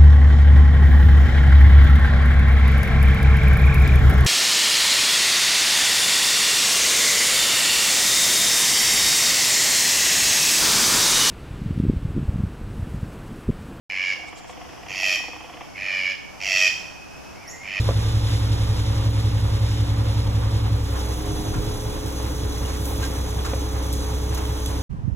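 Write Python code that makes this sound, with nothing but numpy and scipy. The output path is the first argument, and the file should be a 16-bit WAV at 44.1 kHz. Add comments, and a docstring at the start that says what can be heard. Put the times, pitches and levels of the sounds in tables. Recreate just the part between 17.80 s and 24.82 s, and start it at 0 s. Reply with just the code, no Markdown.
"""A building site, at the cab window of an idling concrete mixer truck.
The six-cylinder diesel throbs, clatters and shakes a cab panel against the drone of the hydraulic pump.
After three seconds the drum takes load: the engine sags, the pump whines, oil hisses through a valve.
Wet gravel scrapes down the steel chute, which knocks and ticks now and then."""
import sys
import numpy as np
from scipy import signal
from scipy.fft import rfft, irfft, next_fast_len
from scipy.io import wavfile

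SR = 44100
rng = np.random.default_rng(int(sys.argv[2]) if len(sys.argv) > 2 else 0)


def to_wav(s):
    """Save 16-bit WAV."""
    ch = np.atleast_2d(s).T  # columns
    pcm = np.round(np.clip(ch, -1, 1) * 32767)  # PCM
    wavfile.write(sys.argv[1], SR, pcm.astype(np.int16))


N = 309582
SIZE = next_fast_len(N, True)
TIME, FREQ = np.arange(N) / SR, np.maximum(np.fft.rfftfreq(SIZE, 1 / SR), 1)
SIDES = np.array([[1], [-1]])   # left, right
IDLE_RPM, FIRINGS_PER_TURN, LOAD_AT_S = 652.4, 3, 2.97
TREBLE_LAG_S = .000241
SOFT_RISE, HARD_RISE = .35, .08   # attack, as a share of a burst's length


def from_db(db):
    """Decibels to gain."""
    return 10 ** (np.asarray(db) / 20)

def rms_one(x):
    """Scale to an rms of 1."""
    return x / np.sqrt(np.mean(x ** 2) + 1e-20)

def curves(rows):
    """One curve over log frequency for each column after the first."""
    hz, *columns = np.transpose(rows)
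    return [np.interp(np.log(FREQ), np.log(hz), c) for c in columns]

def bandpass(x, hz, octaves):
    """A soft band-pass of the given centre and width."""
    edges = np.minimum(hz * 2 ** (octaves * np.array([-.5, .5])), .45 * SR)
    return signal.sosfilt(signal.butter(2, edges, "band", fs=SR, output="sos"), x)

def drift(rate_hz):
    """A random wobble of roughly unit size."""
    knots = rng.standard_normal(N // 100)
    return np.interp(TIME * rate_hz, np.arange(len(knots)), knots)

def envelope(at, rise, hold=0, release=np.inf, span=slice(None)):
    """A straight attack, a hold and an exponential release, in seconds; height 1."""
    age = TIME[span] - at
    return np.clip(age / rise, 0, 1) * np.exp(-np.clip((age - rise - hold) / release, 0, 20))

def ring(hz, t60):
    """A fifth of a second of one struck mode."""
    age = TIME[:SR // 5]
    return np.exp(-np.log(1000) * age / t60) * np.sin(2 * np.pi * hz * age)

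def add(out, s, sound):
    """Lay a sound into the track at time s."""
    at = round(s * SR)
    out[at:at + len(sound)] += sound[:N - at]

def left_first(x):
    """Stereo from mono, the right side a touch late."""
    return np.array([x, np.interp(TIME - TREBLE_LAG_S / 2, TIME, x)])

# Stereo image of the noise: freq_hz, coherence (0-1), left_lead_rad, left_over_right_db
IMAGE = [(50, 0.87, 0, -1), (149, 0.84, 0, 0), (290, 0.4, -0.83, -1), (624, 0.42, -1.5, -1.5),
         (1250, 0.14, 0, -1.5), (2380, 0.6, 1.72, -3.5), (3720, 0.5, 1.75, 0.5), (4320, 1, 2.5, -1)]
def noise(gain):
    """Stereo noise of rms 1: diffuse in the mids, direct and earlier on the left in the treble."""
    coherence, lead, balance_db = curves(IMAGE)
    lead = lead + 2 * np.pi * TREBLE_LAG_S * np.maximum(FREQ - IMAGE[-1][0], 0)
    pan = from_db(SIDES * balance_db / 2) * np.exp(.5j * SIDES * lead)
    mid, side = rfft(rng.standard_normal((2, SIZE)))
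    spectrum = np.sqrt(1 + coherence) * mid + SIDES * np.sqrt(np.maximum(1 - coherence, 0)) * side
    return rms_one(irfft(spectrum * pan * gain, SIZE)[:, :N])

def bursts(rows, octaves, grain_db, rise_share=SOFT_RISE):
    """Grainy noise swells and dies away; rows of start_s, level_db, length_s, centre_hz."""
    out = np.zeros((2, N))
    grains = noise(1) * from_db(grain_db * drift(500))
    for s, db, length, hz in rows:
        span = slice(round(s * SR), round(s * SR) + SR)
        swell = envelope(s, rise_share * length, release=(1 - rise_share) * length, span=span)
        out[:, span] += from_db(db) * swell * rms_one(bandpass(grains[:, span], hz, octaves))
    return out

def tone(turns, order, db, waver_db, lag=0):
    """A wavering partial locked to the crankshaft; its order is its cycles per turn."""
    return np.sqrt(2) * from_db(db + waver_db * drift(6)) * np.cos(2 * np.pi * order * turns - lag)

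def fader(load, free_db, loaded_db):
    """Ride a level from running free to under load, in dB."""
    return free_db + load * (loaded_db - free_db)

def pulsing(turns, firing_db, turn_db, flutter_db):
    """A gain that swells at each firing and once a turn, with some flutter."""
    firing, turn = np.cos(2 * np.pi * FIRINGS_PER_TURN * turns), np.cos(2 * np.pi * turns)
    flutter = drift(30) + .59 * drift(10)
    return from_db(firing_db * firing + turn_db * turn + flutter_db * flutter)

def recurring(gain, turns, share):
    """Noise of which a share comes back with every engine cycle of two turns."""
    place, cycle_s = turns / 2 % 1, 2 * 60 / IDLE_RPM
    fade = np.pi / 2 * place
    loop = [np.interp((1 + place) * cycle_s, TIME, c) * np.cos(fade)
            + np.interp(place * cycle_s, TIME, c) * np.sin(fade) for c in noise(gain)]
    return np.sqrt(share) * rms_one(np.array(loop)) + np.sqrt(1 - share) * noise(gain)


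# Colour of the fan air: freq_hz, density_db
FAN_EQ = [(900, -5.5), (2000, -1), (2700, -1.5), (3500, 4.5), (4400, -0.5), (5300, 0.5), (6000, -4),
          (7500, -7.5), (8400, -11), (10500, -10), (13000, -19), (16000, -27)]
def fan_air(turns, settled_db=-44.5, start_extra_db=8, ease_s=4.87):
    """A bed of fan hiss pulses with the crankshaft; it eases off steadily, then stays."""
    gain = from_db(settled_db + start_extra_db * (1 - envelope(0, ease_s)))
    air = noise(from_db(curves(FAN_EQ)[0]))
    return gain * air * pulsing(turns, firing_db=.86, turn_db=.37, flutter_db=1.39)

# Modes of a cab panel: pitch_hz, relative_db, t60_s
PANEL_MODES = [(297.7, -31, 0.14), (510, -34, 0.054)]
def cab_panel(turns, revs, load, surge, jolt_at_turn=.53, jolt_s=.003):
    """Each turn of the crankshaft jolts a panel into a ringing shudder, harder under load."""
    age = (turns - jolt_at_turn) % 1 / revs
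    ringing = sum(from_db(db + 3.5 * drift(10) - 60 * age / t60) * np.sin(2 * np.pi * hz * age)
                  for hz, db, t60 in PANEL_MODES)
    return from_db(fader(load, -8.5, 1) - 5 * surge) * np.minimum(age / jolt_s, 1) * ringing

# Concrete falling in the drum: start_s, level_db, length_s, centre_hz
DRUM_SLUMPS = [(3.5, -28, 0.11, 108), (3.745, -18, 0.038, 89.5), (3.78, -26, 0.058, 55)]
def slumps():
    """Wet concrete slumps in the drum with low, dull thuds."""
    return bursts(DRUM_SLUMPS, octaves=.74, grain_db=4)

# Sprays of fine stones: start_s, level_db, length_s, centre_hz
STONE_SPRAYS = [(3.185, -47, .02, 13500), (4.93, -42.5, 0.39, 11000), (5.07, -46, 0.074, 11000),
                (6.125, -42, 0.045, 6500), (6.86, -41, 0.035, 6500)]
def spatter():
    """Fine stones spatter, or sizzle on as they run down the chute."""
    return bursts(STONE_SPRAYS, octaves=.86, grain_db=3)

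# Gravel scrapes: start_s, body_db, grit_db, length_s
GRAVEL_SLIDES = [(3.142, -35, -62, 0.054), (3.727, -37, -43, 0.06), (4.856, -46, -38, 0.12),
                 (5.209, -40, -33, 0.076), (5.641, -32.5, -32.5, 0.047), (6.56, -42, -38, 0.048)]
def gravel(body_hz=1220, grit_hz=3270):
    """Wet gravel slides down the chute with a dull body and bright grit."""
    body = [(s, db, length, body_hz) for s, db, _, length in GRAVEL_SLIDES]
    grit = [(s, db, length, grit_hz) for s, _, db, length in GRAVEL_SLIDES]
    return bursts(body, octaves=.75, grain_db=0) + bursts(grit, octaves=2.13, grain_db=2.5)

def shovel_squeak(start_s=5.226, level_db=-34, length_s=.03, pitch_hz=1590, rough_db=2):
    """A shovel squeaks once on the chute: a short, rough metallic tone."""
    swell = envelope(start_s, SOFT_RISE * length_s, release=(1 - SOFT_RISE) * length_s)
    note = np.sqrt(2) * np.sin(2 * np.pi * pitch_hz * TIME)
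    return from_db(level_db + rough_db * drift(200)) * swell * note

# Small hits on metal: start_s, snap_db, note_db, pitch_hz
STEEL_TICKS = [(4.851, -46, -31, 2875), (5.054, -29, -33, 11200), (5.591, -42, -30, 3380),
               (6.1224, -40, -34, 3880), (6.1275, -34, -28, 11500), (6.1334, -34, -32, 10800),
               (6.1514, -41, -39, 6600), (6.546, -30, -35, 6120), (6.5784, -35.5, -36, 6680),
               (6.6534, -40, -31, 3160), (6.8504, -41, -38, 6360), (6.8597, -29.5, -27, 3370)]
def ticks(snap_hz=6700, snap_s=.0065, t60_s=.052):
    """Stones and tools strike bare steel: a bright snap and one short, high note."""
    notes = np.zeros(N)
    for s, _, db, hz in STEEL_TICKS:
        add(notes, s, from_db(db) * ring(hz, t60_s))
    snaps = [(s, db, snap_s, snap_hz) for s, db, _, _ in STEEL_TICKS]
    return bursts(snaps, octaves=2, grain_db=2.5, rise_share=HARD_RISE) + left_first(notes)

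# Modes of the loaded chute: pitch_hz, relative_db, t60_s
CHUTE_MODES = [(366, -18, 0.023), (454, -18, .035), (542, -4.5, 0.042), (657, -6, 0.033), (796, -18, 0.019),
               (1000, -13, 0.038), (1137, -10, 0.04), (1750, -17, .024), (2410, -14, .021)]
# Blows and their rebounds: start_s, blow_db, contact_hz (brightness)
CHUTE_BLOWS = [(0.0887, -21, 1900), (0.0904, -12.5, 715), (.099, -28, 1600), (0.1084, -20, 950),
               (5.7345, -20, 2200), (5.7382, -20, 850), (5.745, -23, 500), (5.761, -28, 1200)]
def chute_knocks(crack_db=-12, crack_s=.0035):
    """Each blow cracks and rings the chute's damped modes; a soft contact dulls both."""
    body = np.zeros(N)
    for s, blow_db, contact_hz in CHUTE_BLOWS:
        modes = sum(from_db(blow_db + db + rng.normal(0, 1)) * ring(hz, t60)
                    for hz, db, t60 in CHUTE_MODES)
        add(body, s, signal.sosfilt(signal.butter(2, contact_hz, fs=SR, output="sos"), modes))
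    cracks = [(s, db + crack_db, crack_s, hz) for s, db, hz in CHUTE_BLOWS]
    return body * from_db(SIDES * -.5) + bursts(cracks, octaves=1.8, grain_db=1.5, rise_share=HARD_RISE)

def cavitation(bubbles_per_s=260, spread_db=7, centre_hz=6330):
    """Tiny bubbles of uneven size collapse in the valve with a gritty crackle."""
    sizes = from_db(spread_db * np.minimum(rng.exponential(1, N), 3)) * rng.choice([-1, 1], N)
    clicks = sizes * (rng.random(N) < bubbles_per_s / SR)
    return left_first(rms_one(bandpass(clicks + 1e-18, centre_hz, octaves=.17)))

# Colour of the rushing oil: freq_hz, density_db
OIL_EQ = [(2500, -26), (3300, -1), (5000, 0.5), (5600, 8), (6600, 0), (7400, 1.5), (8800, 3), (9700, 0),
          (11500, 0.5), (13500, -0.5), (16000, -6.5)]
# Whistles of the valve: pitch_hz, width_hz, relative_db
VALVE_WHISTLES = [(3390, 80, -11), (3950, 130, -14), (4560, 220, -11), (6140, 140, -7.5), (6505, 90, -17),
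                  (6660, 90, -19), (7400, 120, -21), (8700, 280, -14), (11110, 210, -13.5)]
def oil_hiss(load, surge):
    """Oil rushes unevenly through the valve; load adds fluttering whistles and crackle."""
    peaks = sum(from_db(db) / np.sqrt(width) / (1 + (2 * (FREQ - hz) / width) ** 2)
                for hz, width, db in VALVE_WHISTLES)
    rush = noise(from_db(curves(OIL_EQ)[0])) * from_db(.49 * drift(8.4) + 1.8 * drift(150))
    whistles = from_db(-1.5 + 1.6 * drift(18)) * noise(peaks)
    crackle = from_db(-17.5) * cavitation()
    return from_db(fader(load, -50, -43) - 1.5 * surge) * (rush + load * (whistles + crackle))

# Each cylinder's rap, in firing order: level_db
CYLINDER_RAPS = [-37, -44.5, -39, -42, -36.5, -42]
def diesel_knock(turns, revs, centre_hz=950, decay_s=.0032, at_firing_share=.3):
    """Each firing gives the block a short, hard rap."""
    firing, share = np.divmod(FIRINGS_PER_TURN * turns - at_firing_share, 1)
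    strength = from_db(CYLINDER_RAPS)[firing.astype(int) % len(CYLINDER_RAPS)]
    age = share / (FIRINGS_PER_TURN * revs)
    return strength * np.exp(-age / decay_s) * rms_one(bandpass(noise(1), centre_hz, octaves=1.7))

# Colour of the diesel clatter: freq_hz, density_db
CLATTER_EQ = [(200, -8.5), (480, 1), (660, -2), (800, 0.5), (1100, -0.5), (1350, -5.5), (1900, -11),
              (2700, -13), (4000, -13.5), (9000, -55)]
def diesel_clatter(turns, load, surge):
    """A fluttering midrange clatter that partly repeats with each engine cycle."""
    clatter = recurring(from_db(curves(CLATTER_EQ)[0]), turns, share=.4)
    clatter *= pulsing(turns, firing_db=.2, turn_db=-.04, flutter_db=1.5)
    return from_db(fader(load, -39, -37.5) - 2 * surge) * clatter

# Colour of the block's rumble: freq_hz, density_db
RUMBLE_EQ = [(18, -14), (30, -9), (50, 2.5), (80, -0.5), (110, 1), (150, -4.5), (200, -11), (240, -13),
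             (290, -6), (380, -16), (490, -9.5), (640, -24.5), (1200, -54)]
def block_rumble(turns, surge):
    """The engine block rumbles, heaving once a turn and swelling with the pressure surge."""
    rumble = recurring(from_db(curves(RUMBLE_EQ)[0]), turns, share=.45)
    rumble *= pulsing(turns, firing_db=.5, turn_db=1.45, flutter_db=.77)
    return from_db(-32 + 4.5 * surge) * rumble

def block_shake(turns, load, surge):
    """The block shakes at the firing rate, harder under the pressure surge."""
    return tone(turns, FIRINGS_PER_TURN, fader(load, -38, -43.5) + 13 * surge, waver_db=2.5, lag=np.pi / -2)

# Hum of belts and gears: crank_order, free_db, loaded_db
BELT_PARTIALS = [(26.12, -50, -49), (26.12, -48, -48), (30.12, -53.5, -53), (44.9, -59, -62),
                 (50.1, -48, -49), (74.76, -56, -59), (80.3, -72, -60.5), (109.7, -55, -67)]
def belts(turns, load, strain, dip_db=4):
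    """Belts and gears hum throughout, falling back under the starting strain."""
    hum = sum(tone(turns, k, fader(load, free, loaded) - dip_db * strain, waver_db=3, lag=k * k)
              for k, free, loaded in BELT_PARTIALS)
    return hum * from_db(SIDES * -1.1)

# Throb of the exhaust, ahead of its fader: crank_order, free_db, loaded_db
EXHAUST_PARTIALS = [(4, -62, -40), (5, -55, -60), (6, -25.5, -26.5), (7, -46, -56), (8, -56, -57),
                    (9, -25, -35.5), (10.5, -50, -56), (12, -42, -56), (15, -40.5, -46.5)]
def exhaust(turns, load, surge, dispersion_rad=.279, tuned_order=10):
    """Three firings a turn; unequal cylinders fill in the orders between."""
    # the muffler smears each pulse: orders far from its tuning shift most in phase
    throb = sum(tone(turns, k, fader(load, free, loaded), waver_db=.5,
                     lag=-dispersion_rad * (k - tuned_order) ** 2)
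                for k, free, loaded in EXHAUST_PARTIALS)
    return throb * from_db(fader(load, -1, .5) - 15 * surge - .15 * SIDES)

# Whine of the pump, ahead of its fader: crank_order, level_db
WHINE_PARTIALS = [(20, -49.5), (30, -46), (40, -39), (46, -59), (60, -65)]
# Groan at full strain: crank_order, level_db
GROAN_PARTIALS = [(15, -42), (30, -41.5), (43, -52), (70, -45)]
# Brief dips in the whine's strongest partial: centre_s, depth_db
LEAD_DIPS = [(3.38, 13), (4.18, 1), (4.35, 8), (4.49, 16), (5.41, 13), (6.63, 4)]
def pump_whine(turns, load, strain, surge, lead_order=40, dip_s=.028):
    """The pump whines under pressure and groans under strain; its lead swells as the strain lets go."""
    dips_db = sum(db * np.exp(-((TIME - s) / dip_s) ** 2) for s, db in LEAD_DIPS)
    lead_db = 2.5 * envelope(3.79, rise=.05, hold=.2, release=.1) - dips_db
    whine_db = fader(load, -10.5, -.5) + .5 * surge
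    whine = sum(tone(turns, k, db + whine_db + (k == lead_order) * lead_db, waver_db=1, lag=k)
                for k, db in WHINE_PARTIALS)
    groan = strain * sum(tone(turns, k, db, waver_db=1.5, lag=k) for k, db in GROAN_PARTIALS)
    return (whine + groan) * from_db(.84 * drift(30))

# Drone of the ten pistons, ahead of its fader: crank_order, level_db
DRONE_PARTIALS = [(10, -22.5), (20, -44)]
def pump_drone(turns, surge, bypass_shut_s=.11):
    """The free-running pump drones, then ducks as the load comes on and the bypass valve shuts."""
    shut = envelope(LOAD_AT_S, bypass_shut_s)
    drone = sum(tone(turns, k, db, waver_db=.7) for k, db in DRONE_PARTIALS)
    return drone * from_db(fader(shut, .03, -17) + 8.5 * surge - .2 * SIDES)

def drum_drive(load_rise_s=.2694, droop_rpm=16, sag_rpm=20.95, recover_s=10, pressure_lag_s=.35):
    """The drum engages: lasting load, passing strain, oil pressure surge (each 0-1) and turns per s."""
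    load = envelope(LOAD_AT_S, load_rise_s)
    strain = envelope(3.17, rise=.282, hold=.1992, release=.23)
    keep = np.exp(-1 / (pressure_lag_s * SR))
    surge = signal.lfilter([1 - keep], [1, -keep], strain)   # the pressure trails the strain
    droop = envelope(LOAD_AT_S, load_rise_s, release=recover_s)   # the governor slowly wins speed back
    rpm = IDLE_RPM - droop_rpm * droop - sag_rpm * strain
    return load, strain, surge, rpm / 60

def scene(hum_lag_s=.00019):
    """Engine, hydraulics and chute in the open air; one crankshaft times all the machinery."""
    load, strain, surge, revs = drum_drive()
    turns = np.cumsum(revs) / SR + 1 / 8
    hum_turns = turns - SIDES * revs * hum_lag_s / 2   # the hum reaches the left a little later
    engine = block_shake(hum_turns, load, surge) + exhaust(hum_turns, load, surge)
    engine += block_rumble(turns, surge) + diesel_clatter(turns, load, surge) + fan_air(turns)
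    drive = pump_drone(hum_turns, surge) + pump_whine(hum_turns, load, strain, surge)
    drive += belts(hum_turns, load, strain) + oil_hiss(load, surge)
    rattle = cab_panel(turns, revs, load, surge) + diesel_knock(turns, revs)
    chute = chute_knocks() + ticks() + gravel() + spatter() + shovel_squeak()
    return engine + drive + rattle + chute + slumps()

def record(dry, cutoff_hz=15800):
    """A steep low-pass takes off the very top."""
    return signal.sosfilt(signal.ellip(12, .1, 90, cutoff_hz, fs=SR, output="sos"), dry)


dry = scene()
out = record(dry)
to_wav(out)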